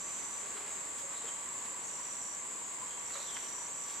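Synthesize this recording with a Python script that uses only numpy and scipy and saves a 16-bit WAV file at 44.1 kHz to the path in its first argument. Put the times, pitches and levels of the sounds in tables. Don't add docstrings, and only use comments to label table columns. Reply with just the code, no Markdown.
import sys
import numpy as np
from scipy import signal
from scipy.fft import rfft, irfft
from scipy.io import wavfile
from scipy.ndimage import uniform_filter1d

SR = 44100
rng = np.random.default_rng(int(sys.argv[2]) if len(sys.argv) > 2 else 0)


def master_out(mix):
    frames = np.transpose(np.atleast_2d(mix))
    ceiling = np.clip(frames, -1, 1)
    pcm = np.round(ceiling * 32767).astype(np.int16)
    wavfile.write(sys.argv[1], SR, pcm)


N = 176400

# frequency in Hz, relative level in dB.
LEAF_SPECTRUM = [(500, -12), (2000, -4), (4000, 2.5), (8000, -7), (12000, -6.5), (16000, -21)]


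def undb(db):
    return 10 ** (np.asarray(db) / 20)


def unit(x):
    return x / np.sqrt(np.mean(x ** 2) + 1e-20)


def clock():
    return np.arange(N) / SR


def walk(rate_hz):
    window = max(int(SR / rate_hz), 2)
    smoothed = uniform_filter1d(rng.standard_normal(N), window, mode="wrap")
    return unit(uniform_filter1d(smoothed, window, mode="wrap"))


def swell(t, middle, width):
    return np.exp(-((t - middle) / width) ** 2)


def strike(t, start, decay):
    return (t >= start) * np.exp(-np.abs(t - start) / decay)


def bin_hz():
    return np.maximum(np.fft.rfftfreq(N, 1 / SR), 1)


def across_bins(points):
    hz, values = np.array(points).T
    return np.interp(np.log(bin_hz()), np.log(hz), values)


def colour(x, spectrum):
    return unit(irfft(rfft(x) * undb(across_bins(spectrum)), N))


def tone(hz):
    return np.sqrt(2) * np.sin(2 * np.pi * np.cumsum(hz) / SR)


def pan(left_db):
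    return unit(undb(np.array([[left_db], [-left_db]]) / 2))


def spread(pair, likeness):
    mid = np.sqrt(1 + likeness) * pair[0]
    side = np.sqrt(1 - likeness) * pair[1]
    return np.array([mid + side, mid - side]) / np.sqrt(2)


def forest(x, wet_db, t60_s=.48):
    t = np.arange(SR) / SR
    tail = rng.standard_normal((2, SR)) * np.exp(-np.log(1000) * t / t60_s)
    tail /= np.sqrt(np.sum(tail ** 2, axis=1, keepdims=True))
    padded = np.pad(x, (SR, 0), mode="reflect")
    wet = signal.fftconvolve(padded[None], tail, axes=1)[:, SR:SR + N]
    return (x + undb(wet_db) * wet) / np.hypot(1, undb(wet_db))


def wash(level_db=-49.5, waver_db=.5):
    # frequency in Hz, relative level in dB.
    spectrum = [(20, -37), (42, -10.5), (70, -7.5), (120, -4), (200, -0.5), (350, 0), (560, 1), (750, -1),
                (950, 4.5), (1300, -2), (2000, -1), (2700, -5.5), (3600, -8), (5200, -11), (10000, -21),
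                (14000, -26), (16000, -50)]
    # frequency in Hz, correlation of left and right.
    likeness = [(30, .4), (80, .1), (250, 0.12), (550, 0.24), (1100, 0.13), (2500, 0.23), (14000, 0.38)]
    # frequency in Hz, left over right in dB.
    lean = [(80, -1), (250, 1.5), (700, 1), (1400, 1.5), (2500, -2.5), (6000, -0.5), (14000, -1)]
    lean_db = across_bins(lean)
    air = spread(rfft(rng.standard_normal((2, N))), across_bins(likeness))
    air *= undb(np.array([lean_db, -lean_db]) / 2)
    return colour(irfft(air, N), spectrum) * undb(level_db + waver_db * walk(6.2))


def singers():
    # pitch in Hz, level in dB, left over right in dB, pitch wander in Hz,
    # scattered over direct sound in dB.
    voices = [(1148, -59, 11, 1.8, -11), (1052, -67, 8, 5, -2), (7468, -58, 0, 6, 0), (2185, -73, -5, 9, 0)]
    return sum(forest(tone(hz + wander_hz * walk(25.4)), wet_db) * undb(db) * pan(left_db)
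               for hz, db, left_db, wander_hz, wet_db in voices)


def purr(pitch_hz=999, rasp_hz=39.04, pulse_hz=30, pip_width_s=.0051):
    # time in seconds, level in dB.
    levels = [(0, -70), (.9, -67), (1.5, -57), (2.1, -60), (2.85, -58.5), (3.3, -66.5), (3.7, -58),
              (4, -58)]
    # middle in seconds, level in dB.
    loud_pips = [(1.52, -49), (2.0, -49), (2.096, -51), (2.832, -42)]
    t = clock()
    pulses = unit(np.sin(np.pi * (t * pulse_hz + .076 * walk(6.7))) ** 4)
    pulses *= unit(undb(2.3 * walk(27)))
    pulses *= undb(np.interp(t, *np.array(levels).T))
    pips = sum(undb(db) * swell(t, at, pip_width_s) for at, db in loud_pips)
    voice = (pulses + pips) * tone(pitch_hz + rasp_hz * walk(80.5))
    return forest(voice, wet_db=-10) * pan(left_db=12.5)


def bird():
    # start and length in seconds, first and last pitch in Hz, level in dB,
    # rough pitch spread in Hz.
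    notes = [(1.14, .07, 4060, 3580, -56, 330), (1.263, 0.049, 3290, 3140, -53, 131),
             (2.889, 0.072, 3300, 3170, -57, 129), (3.118, 0.064, 4430, 3480, -51.5, 226),
             (3.18, 0.08, 4200, 3720, -55, 281), (3.263, .065, 3600, 3240, -51.5, 150),
             (3.323, 0.072, 3195, 3110, -53.5, 110)]
    t, out = clock(), np.zeros(N)
    for start, length, first_hz, last_hz, db, rasp_hz in notes:
        progress = np.clip((t - start) / length, 0, 1)
        arch = np.sqrt(2) * np.sin(np.pi * progress)
        hz = first_hz + (last_hz - first_hz) * progress
        out += undb(db) * arch * tone(hz + rasp_hz * walk(1200))
    return forest(out, wet_db=0, t60_s=.7)


def far_cricket(pitch_hz=6660, rasp_hz=100, width_s=.046, gain_db=-1):
    # middle in seconds, relative level in dB.
    chirps = [(.17, -53), (.49, -51), (.745, -48), (1.03, -51), (1.31, -50), (1.59, -55), (1.875, -50),
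              (2.125, -58), (2.4, -51), (2.675, -50), (2.93, -51), (3.18, -49), (3.44, -61), (3.71, -52),
              (3.98, -51)]
    t = clock()
    envelope = sum(undb(db + gain_db) * swell(t, at, width_s) for at, db in chirps)
    return forest(envelope * tone(pitch_hz + rasp_hz * walk(500)), wet_db=-4) * pan(left_db=3)


def foliage(flutter_db=2, grains_per_s=6000):
    # middle and width in seconds, swish level and crackle level in dB.
    swishes = [(.1, .04, -62, -76), (.6, 0.24, -53.5, -62), (1.0, 0.033, -60, -57),
               (1.13, 0.039, -52.5, -68), (1.265, 0.049, -50.5, -68), (1.66, 0.016, -56, -58),
               (3.18, 0.12, -55.5, -57), (3.42, 0.13, -57, -59), (3.91, 0.072, -57, -55.5)]
    # frequency in Hz, relative level in dB.
    branch_spectrum = [(80, -39), (250, -8), (450, -2), (900, 0), (1800, -2.5), (3000, -6.5), (6000, -17),
                       (15000, -56)]
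    t = clock()
    swish = colour(spread(rng.standard_normal((2, N)), likeness=1), branch_spectrum)
    swish *= unit(undb(flutter_db * walk(120)))
    grains = rng.standard_normal((2, N)) * (rng.random((2, N)) < grains_per_s / SR)
    grains *= undb(1.9 * np.minimum(rng.exponential(size=(2, N)), 2))
    crackle = colour(spread(grains, likeness=1), LEAF_SPECTRUM)
    return sum(swell(t, at, width) * (undb(swish_db) * swish + undb(crackle_db) * crackle)
               for at, width, swish_db, crackle_db in swishes)


def leaf_ticks(decay_s=.0034):
    # start in seconds, level in dB.
    flicks = [(.603, -52), (.665, -51), (.701, -55), (.983, -47), (.992, -50), (1.655, -53)]
    t = clock()
    envelope = sum(undb(db) * strike(t, at, decay_s) for at, db in flicks)
    return forest(envelope * colour(rng.standard_normal(N), LEAF_SPECTRUM), wet_db=-7)


def boughs(decay_s=.027, waver_hz=26.1):
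    # start in seconds, level in dB, pitch in Hz.
    knocks = [(0.431, -53, 420), (0.55, -49, 425), (0.759, -54, 420), (1.04, -52, 560), (1.238, -48.5, 440),
              (3.154, -50.5, 570)]
    t = clock()
    wood = sum(undb(db) * strike(t, at, decay_s) * tone(hz + waver_hz * walk(159))
               for at, db, hz in knocks)
    return forest(wood, wet_db=-6) * pan(left_db=6)


def twigs(width_octaves=1.0):
    # start in seconds, level in dB, resonance in Hz, decay in seconds.
    snaps = [(.081, -50, 2200, .008), (.681, -47, 1900, .004), (1.284, -49, 1900, .007),
             (3.105, -46, 1900, .004), (3.154, -40, 1300, .006), (3.176, -45, 1400, .005),
             (3.367, -35.5, 1700, .0045)]
    t, out = clock(), np.zeros(N)
    for at, db, hz, decay in snaps:
        resonance = 1 / (1 + (np.log2(bin_hz() / hz) / width_octaves) ** 2) ** 2
        wood = unit(irfft(rfft(rng.standard_normal(N)) * resonance, N))
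        out += undb(db) * wood * strike(t, at, decay)
    return forest(out, wet_db=-9)


def near_crickets(stroke_hz=50, sag_hz=50, rasp_hz=85, uneven_db=1.5, flutter_db=2.4, release_s=.01):
    # start and length in seconds, first and last pitch in Hz,
    # level in dB, rise in seconds, roughness from 0 to 1.
    trills = [(-.1, .535, 6020, 6022, -52.3, .05, .75), (1.805, .555, 5898, 5905, -53, .17, .3),
              (2.986, .03, 5890, 5890, -55.5, .005, .25), (3.03, .135, 5895, 5900, -53, .05, .25),
              (3.178, .5, 5898, 5908, -53.5, .02, .35), (3.39, .3, 5985, 6015, -55.5, .07, .75),
              (3.733, .35, 5900, 5940, -55.5, .01, .4), (3.79, .29, 6000, 6025, -57.5, .08, .9)]
    t, out = clock(), np.zeros(N)
    for start, length, first_hz, last_hz, db, rise, rough in trills:
        stroke_phase = ((t - start) * stroke_hz + .04 * walk(22)) % 1
        strokes = unit(np.abs(np.sin(np.pi * stroke_phase)) ** 1.2 + rough ** 2)
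        flutter = unit(undb(uneven_db * walk(65) + rough * flutter_db * walk(130)))
        attack = np.interp(t, [start, start + rise], [.3, 1], left=0)
        release = np.clip((start + length - t) / release_s, 0, 1)
        glide_hz = np.interp(t, [start, start + length], [first_hz, last_hz])
        hz = glide_hz - sag_hz * (stroke_phase - .5) + rough * rasp_hz * walk(1200)
        out += undb(db) * attack * release * strokes * flutter * tone(hz)
    return forest(out, wet_db=-12) * pan(left_db=-10)


def swarm(count=30, middle_rate_hz=150.64, jitter=.16):
    out = np.zeros(N)
    for speed, size, start_phase in rng.random((count, 3)):
        rate_hz = middle_rate_hz * 2 ** (2 * speed - 1) * (1 + jitter * walk(150))
        phase = start_phase + np.cumsum(rate_hz) / SR
        clicks = np.diff(np.floor(phase), prepend=0)
        out += clicks * (.5 + size) * undb(2 * walk(23))
    return out - out.mean()


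def chorus(level_db=-42, hiss_db=-.5, waver_db=.33, fade_db_per_s=.22):
    # frequency in Hz, relative level in dB.
    wing_spectrum = [(5500, -32.5), (6200, -18.5), (6600, -14), (6900, -9), (7200, -0.5), (7450, -1),
                     (7750, -1.5), (8100, -7.5), (8500, -16.5), (9000, -23.5), (10000, -29), (12000, -34.5),
                     (15000, -44)]
    groups = [colour(unit(swarm()) + undb(hiss_db) * rng.standard_normal(N), wing_spectrum)
              for _ in range(2)]
    gain = undb(level_db + waver_db * walk(13) - fade_db_per_s * (clock() - 3))
    return spread(groups, likeness=.51) * pan(left_db=-.3) * gain


def scene():
    calls = chorus() + singers() + near_crickets() + far_cricket() + purr() + bird()
    climber = foliage() + leaf_ticks() + boughs() + twigs()
    return calls + climber + wash()


def record(dry):
    return signal.sosfilt(signal.ellip(10, .1, 80, 15500, fs=SR, output="sos"), dry)


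dry = scene()
out = record(dry)
master_out(out)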